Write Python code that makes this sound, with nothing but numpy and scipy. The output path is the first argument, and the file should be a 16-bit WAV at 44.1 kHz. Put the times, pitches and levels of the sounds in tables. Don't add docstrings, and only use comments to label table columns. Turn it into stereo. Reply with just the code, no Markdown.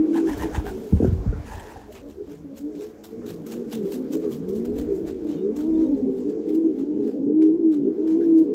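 import sys
import numpy as np
from scipy import signal
from scipy.io import wavfile
from scipy.ndimage import uniform_filter1d

SR = 44100
rng = np.random.default_rng(int(sys.argv[2]) if len(sys.argv) > 2 else 0)


def dump_mix(stems):
    frames = np.atleast_2d(stems).T
    limited = np.clip(frames, -1, 1)
    pcm = np.round(limited * 32767).astype(np.int16)
    wavfile.write(sys.argv[1], SR, pcm)


N = 376613
TIME = np.arange(N) / SR


# (t/s, f/Hz, level/dB, roll depth 0-1)
LONG_COOS = [ (-56, -72, [(2.6, 281.7, -42, 0.2), (2.646, 291.4, -26.5, 0), (2.718, 312.7, -39, 0.1),
             (2.778, 288.3, -33, 0.3), (2.8, 279.1, -48, 0.1)]), (-54, -63.5, [(4.3, 128.4, -51, 0.4),
             (4.316, 134.6, -42, 0.4), (4.464, 183.9, -37, 0.4), (4.586, 225.9, -30, 0.4),
             (4.702, 248.3, -29, 0.4), (4.83, 245.7, -36, 0.4), (4.87, 235.3, -34, 0.4)]),
             (-45.5, -64.5, [(5.35, 154.3, -36.5, 0.04), (5.452, 209, -36.5, 0),
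             (5.528, 223.5, -32.5, 0.15), (5.594, 237.7, -41, 0), (5.82, 254.3, -28.5, 0.34),
             (5.95, 270.3, -21.5, 0.08), (6.106, 264.4, -27, 0.1), (6.26, 244, -31.5, 0.1)]),
             (-48.5, -58, [(5.53, 288, -32, 0.4), (5.64, 306.7, -26.5, 0.3), (5.69, 325, -18.5, 0.15),
             (5.75, 318, -20.5, 0.27), (5.84, 322.8, -16.5, 0.1), (5.86, 313.5, -24.5, 0.24),
             (5.97, 277.1, -29, 0.44), (6.04, 246, -24.5, 0.36), (6.11, 181, -37.5, 0.46)]),
             (-59, -66.5, [(6.47, 301.5, -25.5, 0.02), (6.53, 311, -22, 0.5), (6.575, 324.3, -15.5, 0.25),
             (6.61, 326, -25.5, 0.15), (6.66, 326, -15, 0.37), (6.74, 304.6, -28.5, 0.5)]),
             (-56.5, -62.5, [(6.75, 266.6, -30, 0.3), (6.826, 274, -24, 0.27), (6.836, 278.1, -32, 0.3),
             (6.918, 305, -29, 0.4), (7.098, 270.1, -28.5, 0.45), (7.108, 266.3, -33, 0.2),
             (7.17, 259.5, -34, 0.3)]), (-55, -62.5, [(7.18, 262.7, -26, 0.4), (7.33, 302, -22, 0.9),
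             (7.37, 312.6, -14.5, 0), (7.43, 317, -11.5, 0), (7.51, 312, -15, 0.15),
             (7.55, 335.3, -21, 0.37), (7.58, 354, -28.5, 0.55)]), (-56.5, -67.5, [(7.585, 352, -20.5, 1),
             (7.62, 331.4, -24.5, 0.68), (7.65, 322.5, -14, 0.26), (7.71, 316.5, -14.5, 0.04),
             (7.75, 295.2, -23.5, 0.04), (7.85, 273.9, -22.5, 0.75), (7.93, 249, -30, 0.37)]),
             (-50.5, -63.5, [(7.98, 297.2, -28.5, 0.6), (8.05, 319.8, -22.5, 0), (8.15, 321, -16, 0.16),
             (8.18, 341, -22, 0.7), (8.25, 333, -19.5, 0.27), (8.37, 321.6, -11.5, 0),
             (8.427, 321, -12.5, 0), (8.45, 299, -31.5, .2), (8.53, 253.6, -31, 0.44)]), ]
RASP_DB, RASP_BAND_HZ = -55, (470, 850)


def long_coos(jitter, roll_hz, unevenness, follow, blur_hz, blur):
    out = np.zeros(N)
    air = rms_one(butter(rng.standard_normal(N), RASP_BAND_HZ, "band", order=3))
    for second_db, third_db, curve in LONG_COOS:
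        at, t, gate = call_span(curve, fade_s=.02)
        size = len(t)
        hz, level_db, roll = in_time(curve, t)
        phase = turns(hz * (1 + jitter * drift(110, size)))
        cycle = turns(roll_hz * np.exp(unevenness * drift(40, size)))
        tone = from_db(level_db) * (1 + roll * np.sin(cycle)) * np.sin(phase)
        for k, harmonic_db in (2, second_db), (3, third_db):
            overtone_db = harmonic_db + follow * (level_db - level_db.max())
            wavering = 1 + blur * narrow_noise(blur_hz, size)
            tone += from_db(overtone_db) * np.real(wavering * np.exp(1j * k * phase))
        puffs = np.maximum(np.sin(cycle), 0) ** 2
        rasp = from_db(RASP_DB) * roll * puffs * air[at]
        out[at] += np.sqrt(2) * gate * (tone + rasp)
    return out


# (start t/s, rise/s, fall/s, start f/Hz, crest f/Hz, end f/Hz,
# crest level/dB, swell from start to crest/dB, overtone level/dB against the fundamental)
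COOS = [ (0.0, 0.021, 0.1, 305, 316.7, 288, -16.5, -8.5, -12),
        (0.04, 0.23, 0.056, 337.2, 324, 300, -18, 11.5, -18),
        (0.151, 0.083, 0.14, 294.7, 276.4, 271, -26, 2, -28),
        (0.41, 0.031, 0.088, 323.5, 322, 309, -28, 10, -6),
        (0.549, 0.061, 0.12, 336, 324, 299.5, -39.5, -10, -2),
        (0.71, 0.074, 0.04, 194.3, 224, 250, -30.5, 8.5, -3),
        (2.02, 0.047, 0.043, 279, 286, 277, -40, -4, 12), (2.27, 0.011, 0.044, 320, 293, 300, -31, 13, 5),
        (2.32, 0.13, 0.06, 159, 161, 160, -38, -4, -21), (2.44, 0.027, 0.13, 299.5, 274.3, 273, -34, 10, 0),
        (2.947, 0.021, 0.055, 281, 279, 280, -44, 4, 16),
        (3.11, 0.074, 0.26, 216.5, 239, 208, -34.5, -4, -4.5),
        (3.17, 0.074, 0.11, 107.2, 113.1, 107, -44, -2, -1),
        (3.291, 0.033, 0.17, 177, 167.7, 156, -33.5, 4, -23),
        (3.46, .17, 0.068, 221.8, 238.3, 234, -26.5, 11, -5.5),
        (3.73, 0.036, 0.1, 231, 225.5, 168.4, -21.5, 3, -6.5),
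        (3.941, 0.028, 0.12, 247, 254, 264.5, -19.5, 8, -4.5),
        (4.1, 0.047, 0.19, 258, 262.6, 244.2, -24, -2, -2),
        (4.13, 0.047, 0.14, 321, 321.7, 325, -27, 2, -18),
        (4.661, 0.27, 0.19, 327, 314.7, 295, -29.5, 12, 10.5),
        (5.19, 0.074, 0.12, 289.7, 302.8, 268, -24.5, 8, 2.5),
        (6.209, 0.067, 0.042, 258.7, 293.6, 287, -26, 15, 0.5),
        (6.9, 0.083, 0.1, 318, 321.5, 321, -27, 6, -3.5),
        (6.91, 0.11, 0.079, 188.4, 224, 254, -26, 8.5, -8.5),
        (7.26, 0.034, 0.05, 182.7, 205.4, 232, -24, 9, -5),
        (7.78, 0.14, 0.046, 125.1, 207.3, 214.6, -31.5, 4, 1.5),
        (7.87, 0.041, 0.037, 299, 318, 316, -21, 7, 0.5), ]
# (f/Hz, level/dB)
CROP = [(140, -6), (195, -6.5), (250, -4.5), (320, -0.5), (400, 3.5), (500, -13.5), (640, -32),
        (960, -41.5), (1300, -56)]
COO_FADE_DB, SWELL_CURVE, DROOP_CURVE = 7, 1.25, 1.6


def hoots(jitter, flutter_db, throb_db, rough, clean_db, third_db, blur, fade_s):
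    out = np.zeros(N)
    for s, rise_s, fall_s, first_hz, crest_hz, last_hz, crest_db, swell_db, overtones_db in COOS:
        at, t, gate = call_span([(s,), (s + rise_s + fall_s,)], fade_s)
        size = len(t)
        to_go = np.clip(1 - (t - s) / rise_s, 0, 1)
        spent = np.clip((t - s - rise_s) / fall_s, 0, 1)
        hz = crest_hz + (first_hz - crest_hz) * to_go ** DROOP_CURVE
        hz += (last_hz - crest_hz) * spent ** DROOP_CURVE
        level_db = crest_db - swell_db * to_go ** SWELL_CURVE - COO_FADE_DB * spent ** SWELL_CURVE
        phase = turns(hz * (1 + jitter * drift(90, size)))
        roll = np.sin(turns(72 * (1 + .35 * drift(45, size))))
        looseness = 1 / (1 + from_db(level_db - clean_db))
        tone = from_db(at_hz(CROP, hz)) * np.sin(phase)
        for k, harmonic_db in (2, overtones_db), (3, overtones_db + third_db):
            gain = from_db(harmonic_db + at_hz(CROP, k * hz))
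            tone += gain * np.sin(k * phase + blur * drift(130, size))
        unsteady_db = flutter_db * drift(50, size) + throb_db * drift(21, size)
        level = from_db(level_db + looseness * unsteady_db)
        out[at] += gate * np.sqrt(2) * tone * (1 + rough * looseness * roll) * level
    return out


# (crest t/s, level/dB, rise/s, fall/s, f/Hz at the crest, glide in octaves per s)
GROWLS = [ (.1, -39.5, 0.071, 0.1, 501.4, -0.5), (0.249, -26, 0.036, 0.036, 386, -2),
          (.45, -34, 0.034, 0.06, 415, 1), (0.665, -32, .025, .025, 411.4, 0),
          (0.751, -33.5, .04, 0.035, 375.5, -1.5), (0.871, -36, 0.042, 0.027, 426, -1.5),
          (1.674, -46.5, .02, 0.018, 433, 1), (1.896, -41, .02, 0.014, 419, -1.5),
          (1.91, -47.5, .018, 0.033, 614, 0.5), (2.07, -45, 0.038, 0.027, 469, -3),
          (2.33, -41.5, .025, 0.025, 423.6, 1), (2.54, -50, 0.07, 0.092, 542, 0.5),
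          (1.969, -44, 0.028, 0.02, 400, 1.5), (2.211, -33, 0.033, 0.025, 412, 1.5),
          (2.215, -36.5, .035, 0.031, 366.4, 0), (2.691, -40, 0.039, 0.11, 437, -1.7),
          (2.809, -34, .035, 0.079, 418.6, 0.5), (3.14, -38.5, .03, 0.041, 441, 0),
          (3.27, -37.5, .04, 0.048, 416, 0), (3.249, -45, .06, 0.068, 495, -0.5),
          (3.879, -41, .1, 0.068, 498, 1), (3.59, -32.5, 0.049, 0.066, 368, 3),
          (3.86, -26.5, 0.059, 0.06, 390, 1), (3.98, -32.5, 0.029, 0.082, 368, 1),
          (4.16, -30.5, 0.038, 0.052, 421, 1), (4.26, -25, .035, 0.046, 417.2, -2),
          (4.52, -26.5, .06, 0.063, 388.5, 2.5), (4.73, -31.5, 0.14, 0.094, 423.7, 1.8),
          (4.93, -21, .04, 0.02, 395.7, -0.85), (5.031, -38, 0.031, 0.17, 392.4, -3.5),
          (5.46, -22.5, .05, 0.055, 398.4, 2.5), (5.86, -38.5, .09, 0.083, 515.4, 1),
          (5.999, -28.5, .05, 0.023, 413, 1), (6.09, -22.5, .025, 0.018, 398, 0.5),
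          (6.26, -29.5, 0.029, 0.18, 405.8, 1.1), (6.48, -29.5, 0.031, 0.094, 421, -1.1),
          (6.68, -28, .025, 0.041, 396, -1), (7.02, -30.5, 0.059, 0.12, 405.7, 0.3),
          (7.169, -41.5, 0.052, 0.08, 515, 0), (7.299, -24, 0.037, 0.032, 415.8, 2.5),
          (7.459, -24.5, 0.073, 0.051, 403, 1.2), (7.879, -22.5, 0.034, 0.016, 397.7, 4),
          (8.01, -23, 0.039, 0.016, 395.4, -1.5), (8.222, -28.5, 0.035, 0.022, 404, 0.5),
          (8.517, -25, .05, 0.022, 424, 1.5), ]


def growls(pan_db):
    out = np.zeros((2, N))
    for s, level_db, rise_s, fall_s, hz, glide in GROWLS:
        at, t, gate = call_span([(s - 2 * rise_s,), (s + 2 * fall_s,)], fade_s=.02)
        gliding_hz = hz * 2 ** (glide * (t - s))
        note = rolled_tone(gliding_hz, pulse_rate=68, unevenness=.25, depth=0.52, slip=0.36)
        note = gate * from_db(level_db) * swell(t - s, rise_s, fall_s) * note
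        out[:, at] += panned(note, rng.normal(0, pan_db))
    return out


def rolled_tone(hz, pulse_rate, unevenness, depth, slip):
    cycle = np.cumsum(pulse_rate * np.exp(unevenness * drift(50, len(hz)))) / SR
    opening = 1 - np.clip(depth, 0, 1) * np.cos(2 * np.pi * cycle)
    slips = np.interp(cycle + 1 / 2, np.arange(400), rng.standard_normal(400))
    return rms_one(opening * np.sin(turns(hz) + slip * slips))


# (t/s, peak level/dB, brightness low-pass f/Hz, lowest high-pass f/Hz)
THUMPS = [(0.439, -23.5, 295, 80), (0.567, -14, 77, 45), (0.924, -4.5, 240, 74.6), (0.95, -12.5, 121, 50),
          (0.999, -9.5, 650, 230), (1.023, -9.5, 900, 190), (1.044, -8.5, 510, 170), (1.071, -13, 152, 70),
          (1.117, -12.5, 158, 75), (1.256, -16, 244, 130), (1.272, -11, 89, 55.3), (1.325, -21, 400, 90)]
# (f/Hz, level/dB, t60/s)
BOARD_MODES = [(54.7, 10, 0.08), (81.4, 5.5, 0.15), (114, 2.5, 0.11), (184, 1.5, 0.092), (248, -1, 0.1),
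               (310, -2, 0.048), (413.6, -1, 0.082), (520, -5.5, 0.039), (790, -9, 0.034)]


def thumps(uneven_db, detune, side_db):
    out = np.zeros((2, N))
    t = TIME[:SR // 3]
    for s, peak_db, bright_hz, lowest_hz in THUMPS:
        ring = np.zeros((2, len(t)))
        for k, (hz, level_db, t60) in enumerate(BOARD_MODES):
            decay = from_db(level_db + rng.normal(0, uneven_db) - 60 * t / t60)
            mode = decay * np.sin(2 * np.pi * hz * (1 + detune * rng.normal()) * t)
            ring += (-1) ** k * panned(mode, rng.normal(0, side_db))
        blow = butter(butter(ring, bright_hz, "low"), lowest_hz, "high")
        start = int(s * SR)
        out[:, start:start + len(t)] += from_db(peak_db) * blow / np.abs(blow).max()
    return out


# (t/s, level/dB, buzz f/Hz at full stroke, rise/s, fall/s)
WINGS = [(0.165, -32, 838.5, .028, .04), (0.298, -31, 915.5, 0.03, 0.047), (0.425, -30, 960, .034, 0.044),
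         (0.557, -29.5, 903, 0.02774, .044), (0.678, -34, 786, 0.027, .045)]
# (f/Hz, level/dB per Hz)
WING_COLOUR = [(500, -8), (850, 4), (1050, -1.5), (1220, -13.5), (1450, -2), (1800, -10.5), (2200, -13),
               (3000, -13.5), (4500, -21), (7000, -17), (10000, -22), (15500, -25)]
STROKE_SAG = .16
BRUSH_S, BRUSH_DB, BRUSH_HZ = 1.482, -36.5, 875
BRUSH_RISE_S, BRUSH_FALL_S = 0.032, 0.28
BRUSH_WIDTH_HZ, BRUSH_BUZZ_DB = 220, -3
SHUFFLE_S, SHUFFLE_DB, SHUFFLE_WIDTH_S = 1.02, -43, 0.17


def wings(buzz_db, buzz_fall_db, buzz_width_hz, rush_db, grain_db):
    size = 5 * SR // 2
    t = TIME[:size]
    speeds = np.array([swell(t - s, rise_s, fall_s) for s, level_db, hz, rise_s, fall_s in WINGS])
    strokes = from_db([row[1] for row in WINGS]) @ speeds
    hz = in_time(WINGS, t)[1] * (1 - STROKE_SAG * (1 - speeds.max(axis=0)))
    brush = from_db(BRUSH_DB) * swell(t - BRUSH_S, BRUSH_RISE_S, BRUSH_FALL_S)
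    shuffle = from_db(SHUFFLE_DB) * swell(t - SHUFFLE_S, SHUFFLE_WIDTH_S, SHUFFLE_WIDTH_S)
    buzz = from_db(buzz_db) * strokes * feather_buzz(hz, buzz_width_hz, buzz_fall_db)
    brush_buzz = feather_buzz(np.full(size, BRUSH_HZ), BRUSH_WIDTH_HZ, buzz_fall_db)
    buzz += from_db(BRUSH_BUZZ_DB) * brush * brush_buzz
    air = banded_noise(WING_COLOUR, patchy_db=3.0, flicker_rate=45, count=22, size=size)
    rush = from_db(rush_db) * (strokes + brush + shuffle) * air
    grain = from_db(grain_db * drift(400, size) + 1.64 * drift(90, size))
    return np.pad(grain * (buzz + rush), ((0, 0), (0, N - size)))


def feather_buzz(hz, width_hz, fall_db):
    phase = turns(hz)
    buzz = np.zeros(len(hz))
    for k in range(1, 4):
        line = narrow_noise(width_hz * k ** .7, len(hz)) * np.exp(1j * k * phase)
        buzz += from_db(-fall_db * (k - 1) ** 1.76) * np.real(line)
    return buzz


# (peak t/s, level/dB, rise/s, tilt/dB: treble up and the rest down by this)
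RUSTLES = [(.085, -54, 0.04, 4), (.378, -51, 0.0067, 6), (.69, -54.5, 0.026, -2), (0.852, -64.5, 0.2, 8),
           (1.924, -57, 0.0064, 8), (1.964, -57.5, 0.021, -13), (2.105, -57.5, 0.018, -1.5),
           (2.32, -57, 0.042, -3), (2.577, -50, 0.011, 2.5), (2.826, -50.5, 0.035, -2),
           (3.042, -45.5, 0.0031, 3), (3.267, -53, 0.0033, -1), (3.298, -47, 0.021, 0),
           (3.465, -48.5, 0.0022, 2), (3.523, -44.5, 0.018, -1.5), (3.731, -40, 0.014, -0.5),
           (3.867, -54.5, 0.02, -1), (3.93, -44.5, 0.014, 4), (4.132, -41, 0.0089, 0),
           (4.24, -60, .02, -7.5), (4.329, -48, 0.019, 1.5), (4.488, -52, 0.0025, 2),
           (4.565, -54.5, 0.02, 3), (4.65, -48.5, 0.0017, -3), (4.788, -46.5, 0.019, -1.5),
           (4.96, -65, 0.034, 8.5), (5.081, -48.5, 0.014, -6), (5.31, -53.5, 0.039, -5.5),
           (5.565, -49, 0.0033, 0.5), (5.604, -53, 0.023, -5), (5.82, -59, 0.061, -5.5),
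           (5.979, -64, 0.039, -4.5), (6.189, -59.5, 0.04, -1), (6.3, -60, 0.015, -6.5),
           (6.495, -55.5, 0.017, -2), (6.549, -56.5, 0.0067, 4.5), (6.799, -58.5, 0.025, -5.5),
           (7.08, -58.5, 0.056, -5), (7.424, -55.5, 0.0053, -8.5), (7.46, -66, 0.011, -4.5),
           (7.735, -52.5, 0.013, -4.5), (8.076, -57, 0.004, -7), (8.115, -59.5, 0.018, -7.5),
           (8.241, -62, 0.03, -6), (8.387, -55.5, 0.019, 0.5)]
# (f/Hz, level/dB per Hz)
RUSTLE_COLOUR = [(600, 5.5), (1200, -2.5), (2200, -7), (3600, -6), (5000, -8), (7500, -5.5), (10000, -13),
                 (12500, -8.5), (15500, -10)]
RUSTLE_FALL_S, RUSTLE_LINGER = .017, .8
RUSTLE_TAIL_DB, RUSTLE_TAIL_S = -13, 0.073


def rustles(grain_db, clump_db, split_hz):
    noise = banded_noise(RUSTLE_COLOUR, patchy_db=2.5, flicker_rate=40, count=24)
    noise = noise * from_db(grain_db * drift(700) + clump_db * drift(130))
    noise = from_db(1.3) * evened(noise, over_s=.03)
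    dull = butter(noise, split_hz, "low", order=1)
    low, high = np.zeros(N), np.zeros(N)
    for s, level_db, rise_s, tilt_db in RUSTLES:
        fall_s = RUSTLE_FALL_S + RUSTLE_LINGER * rise_s
        at = slice(int((s - .2) * SR), int((s + .4) * SR))
        t = TIME[at] - s
        tail = np.log(from_db(RUSTLE_TAIL_DB)) - t / RUSTLE_TAIL_S
        swish = from_db(level_db) * np.exp(np.minimum(t / rise_s, np.maximum(-t / fall_s, tail)))
        low[at] += swish * from_db(-tilt_db)
        high[at] += swish * from_db(tilt_db)
    return low * dull + high * (noise - dull)


# (t/s, level/dB, ring f/Hz, width in octaves, decay to 1/e in s)
CLAWS = [(1.038, -43.5, 1410, 0.28, 0.036), (1.325, -45.5, 1390, 0.21, 0.039),
         (1.757, -40, 790, 0.2, 0.035), (1.956, -49, 2500, 0.062, 0.02), (2.272, -56, 645, 0.48, 0.02),
         (2.751, -55.5, 895, 5.6, 0.014), (3.215, -55, 1160, 0.83, 0.097), (3.368, -43, 575, 0.17, 0.031),
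         (3.517, -65, 2800, 0.76, 0.1), (3.721, -43, 3250, 0.46, 0.027), (4.195, -42, 576, 0.2, 0.039),
         (4.223, -53, 1180, 0.17, 0.081), (7.417, -50, 1990, 0.84, 0.011), (8.208, -50.5, 1617, .2, 0.027)]


def claws():
    out = np.zeros(N)
    t = TIME[:SR // 3]
    for s, level_db, hz, octaves, decay_s in CLAWS:
        band = [hz * 2 ** (-octaves / 2), hz * 2 ** (octaves / 2)]
        scratch = rms_one(butter(rng.standard_normal(len(t)), band, "band"))
        scratch = from_db(level_db) * scratch * np.exp(-t / decay_s)
        start = int(s * SR)
        out[start:start + len(t)] += scratch[:N - start]
    return out


DEEP_DB, MIDDLE_DB, HIGH_DB, UPPER_DB = -6.5, -0.5, -7.5, -28.5
DEEP_LIMIT_DB = -34
# (t/s, level/dB)
FLOCK = [(0, -32.5), (.85, -39), (1.05, -35), (1.3, -41), (1.65, -48), (2.5, -47), (2.8, -41), (3.05, -47),
         (3.15, -39.5), (3.6, -36.5), (4.2, -32.5), (4.8, -30.5), (5.15, -31), (6.5, -29), (7.25, -28),
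         (7.72, -37), (7.9, -31), (8.54, -27.5)]


def flock():
    level_db, = in_time(FLOCK)
    deep_gain = from_db(DEEP_DB - np.maximum(level_db - DEEP_LIMIT_DB, 0))
    deep = deep_gain * far_voices(pitch_hz=207, spread=0.095, arch=.08, pan_db=0.0, count=90)
    middle = from_db(MIDDLE_DB) * far_voices(pitch_hz=305.4, spread=.15, arch=0.0792, pan_db=8, count=120)
    high = from_db(HIGH_DB) * far_voices(pitch_hz=452.4, spread=0.041, arch=.05, pan_db=7.5, count=100)
    upper = from_db(UPPER_DB) * far_voices(pitch_hz=699, spread=0.13, arch=.06, pan_db=8, count=130)
    murmur = butter(deep + middle + high, [120, 680], "band", order=4)
    return from_db(level_db) * (murmur + upper)


def far_voices(pitch_hz, spread, arch, pan_db, count):
    out = np.zeros((2, N))
    for k in range(count):
        middle = (k + rng.random() / 2) / count * N / SR
        length = rng.uniform(.1, .24)
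        at, t, gate = call_span([(middle - length / 2,), (middle + length / 2,)], fade_s=.08)
        crest = middle + length * rng.uniform(-.3, 0.3033)
        own_pitch = spread * np.clip(rng.normal(), -2, 2)
        bend = arch * (np.cos(np.pi * (t - crest) / length) - 1 / 2)
        hz = pitch_hz * np.exp(own_pitch + bend)
        note = rolled_tone(hz, pulse_rate=60, unevenness=.5, depth=0.56, slip=0.48)
        note = gate * note * from_db(4.0 * drift(14, len(t)))
        out[:, at] += panned(note, rng.normal(0, pan_db))
    return out / np.sqrt(uniform_filter1d(np.mean(out ** 2, axis=0), SR // 8) + 1e-3)


SQUEAK_S, SQUEAK_OCTAVES_PER_S = 0.028, -0.3
# (crest t/s, level/dB, f/Hz at the crest)
SQUEAKS = [(5.315, -63, 3600), (5.345, -64, 3130), (5.39, -61.5, 2880), (5.385, -63, 3620),
           (5.43, -64.5, 3720), (5.75, -63, 3600), (5.86, -64, 3750), (6.31, -66, 4600), (6.66, -67, 6450)]


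def squeaks(width_hz):
    out = np.zeros(N)
    t = TIME[:SR // 5] - .1
    for s, level_db, hz in SQUEAKS:
        phase = turns(hz * 2 ** (SQUEAK_OCTAVES_PER_S * t))
        note = np.real(narrow_noise(width_hz, len(t)) * np.exp(1j * phase))
        at = int((s + t[0]) * SR) + np.arange(len(t))
        out[at] += from_db(level_db) * swell(t, SQUEAK_S, SQUEAK_S) * note
    return out


RUMBLE_FLOOR_DB, RUMBLE_FLOOR_HZ = -52, 70
# (crest t/s, level/dB, rise/s, fall/s)
RUMBLES = [(.33, -33, .05, .06), (.42, -31, .04, .06), (.54, -31, .03, .07), (.68, -35, .04, .1),
           (.95, -23, 0.03, 0.05), (1.12, -25.5, .1, .12), (1.35, -30, 0.08, 0.1), (1.54, -32, .05, .08),
           (1.75, -47, .1, .6), (4.76, -36, 0.08, 0.12), (5.0, -44, 0.6, .3), (5.72, -43, 0.14, 0.4)]
# (f/Hz, level/dB per Hz)
RUMBLE_COLOUR = [(15, -12), (25, -2), (45, 3), (58, 4), (83, 0), (120, -7), (160, -18), (250, -45)]


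def rumble(lumps_db):
    gain = np.zeros(N)
    for s, level_db, rise_s, fall_s in RUMBLES:
        gain += from_db(level_db) * swell(TIME - s, rise_s, fall_s)
    noise = banded_noise(RUMBLE_COLOUR, patchy_db=2.0, flicker_rate=45, count=6)
    buffets = gain * from_db(lumps_db * drift(30)) * evened(noise, over_s=.12)
    floor = from_db(RUMBLE_FLOOR_DB) * butter(noise, RUMBLE_FLOOR_HZ, "high", order=1)
    return buffets + floor


# (t/s, level/dB)
STIR = [(0, -50), (.36, -41), (.9, -51.5), (1.6, -47), (1.87, -54), (2.05, -59.5), (3.1, -55.5), (3.8, -54),
        (5.8, -55.5), (6.5, -56.5), (7.1, -60.5), (7.28, -63.5), (7.5, -61.5), (7.65, -62.5), (8.2, -54.5),
        (8.54, -58)]
# (f/Hz, level/dB per Hz)
STIR_COLOUR = [(170, -6.5), (300, -2.5), (450, 3), (700, -2.5), (1000, -8), (2000, -18), (4000, -24.5),
               (7000, -23), (10000, -40.5), (12500, -32), (15500, -31)]


def loft_stir():
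    level_db, = in_time(STIR)
    return from_db(level_db + 2.5) * banded_noise(STIR_COLOUR, patchy_db=2.5, flicker_rate=18)


LOFT_T60_S = 0.55


def loft(x, wall_hz):
    t = TIME[:SR // 2]
    tail = rng.standard_normal((2, len(t))) * from_db(-60 * t / LOFT_T60_S) * (t > .004)
    tail /= np.sqrt(np.sum(tail ** 2, axis=1, keepdims=True))
    return signal.fftconvolve(butter(x, wall_hz, "low"), tail, axes=1)[:, :N]


# (f/Hz, correlation 0-1)
LIKENESS = [(40, 1), (300, 0.77), (600, 0.58), (1100, 0.23), (1600, 1), (4600, 1), (6300, 1), (9500, 0.19),
            (14000, 1)]


def banded_noise(spectrum, patchy_db, flicker_rate, count=12, size=N):
    out = np.zeros((2, size))
    white = rng.standard_normal((2, 2, size))
    edges = np.geomspace(spectrum[0][0], min(spectrum[-1][0], .45 * SR), count + 1)
    for k, (low, high) in enumerate(zip(edges, edges[1:])):
        hz = np.sqrt(low * high)
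        alike = np.clip(at_hz(LIKENESS, hz), 0, 1)
        flicker_db = patchy_db * drift(flicker_rate * 20, size // 20 + 1)
        gain = from_db(at_hz(spectrum, hz) + flicker_db) * np.sqrt([[1 + alike], [1 - alike]])
        out += butter(white[k % 2], [low, high], "band") * np.repeat(gain, 20, axis=1)[:, :size]
    mid, side = out
    return rms_one(np.array([mid + side, mid - side]))


def evened(x, over_s):
    return x / np.sqrt(uniform_filter1d(np.mean(x ** 2, axis=0), int(over_s * SR) + 1) + 1e-6)


def narrow_noise(rate, size):
    return (drift(rate, size) + 1j * drift(rate, size)) * np.sqrt(3) / 2


def drift(rate, size=N):
    at = np.arange(size) * rate / SR
    return np.interp(at, np.arange(4000), rng.standard_normal(4000))


def swell(t, rise_s, fall_s):
    return np.exp(-np.minimum((t / np.where(t < 0, rise_s, fall_s)) ** 2, 50))


def call_span(rows, fade_s):
    start, end = rows[0][0] - fade_s / 2, rows[-1][0] + fade_s / 2
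    at = np.arange(max(int(start * SR), 0), min(int(end * SR), N))
    edge = np.clip(np.minimum(at / SR - start, end - at / SR) / fade_s, 0, 1)
    return at, at / SR, np.sin(edge * np.pi / 2) ** 2


def turns(hz):
    return 2 * np.pi * np.cumsum(hz) / SR


def panned(x, pan_db):
    return x * from_db([[pan_db / 2], [-pan_db / 2]])


def butter(x, hz, kind, order=2):
    return signal.sosfilt(signal.butter(order, hz, kind, fs=SR, output="sos"), x)


def in_time(rows, t=TIME):
    s, *columns = np.transpose(rows)
    return [np.interp(t, s, c) for c in columns]


def at_hz(points, hz):
    points = np.array(points)
    return np.interp(np.log(hz), np.log(points[:, 0]), points[:, 1])


def from_db(db):
    return np.exp(np.asarray(db) * (np.log(10) / 20))


def rms_one(x):
    return x / np.sqrt(np.mean(x ** 2) + 1e-20)


def scene():
    short = hoots(jitter=0.011, flutter_db=6.0, throb_db=2.5, rough=0.48, clean_db=-24.0,
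                  third_db=-3.5, blur=0.98, fade_s=0.02006)
    long = long_coos(jitter=0.0041, roll_hz=57.74, unevenness=.25, follow=.27, blur_hz=45.7, blur=.55)
    landing = from_db(0.5) * thumps(uneven_db=3.5, detune=0.053, side_db=2.5)
    near = panned(from_db(-1.68) * short + long, .1) + panned(landing, -0.98)
    others = growls(pan_db=3.5) + from_db(-0.96) * flock()
    feathers = from_db(-2.0) * wings(buzz_db=-4.5, buzz_fall_db=5.5, buzz_width_hz=210,
                                     rush_db=-5.5, grain_db=2.5)
    feathers += from_db(0.64) * rustles(grain_db=2.6, clump_db=2.0, split_hz=3600)
    feathers += from_db(-0.5) * claws() + squeaks(width_hz=170)
    background = from_db(-2.5) * rumble(lumps_db=2.5) + loft_stir()
    send = from_db(-11.5) * near + from_db(-7.0) * others + from_db(-21.5) * feathers
    echo = loft(send, wall_hz=7120)
    across = from_db(4.5) * butter(echo[0] - echo[1], [400, 1100], "band") / 2
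    return near + others + feathers + background + echo + across * [[1], [-1]]


CUTOFF_HZ = 15700


def record(dry):
    bass_cut = butter(dry, 36, "high", order=3)
    top_cut = signal.ellip(10, .1, 80, CUTOFF_HZ, fs=SR, output="sos")
    return signal.sosfilt(top_cut, bass_cut)


dry = scene()
out = record(dry)
dump_mix(out)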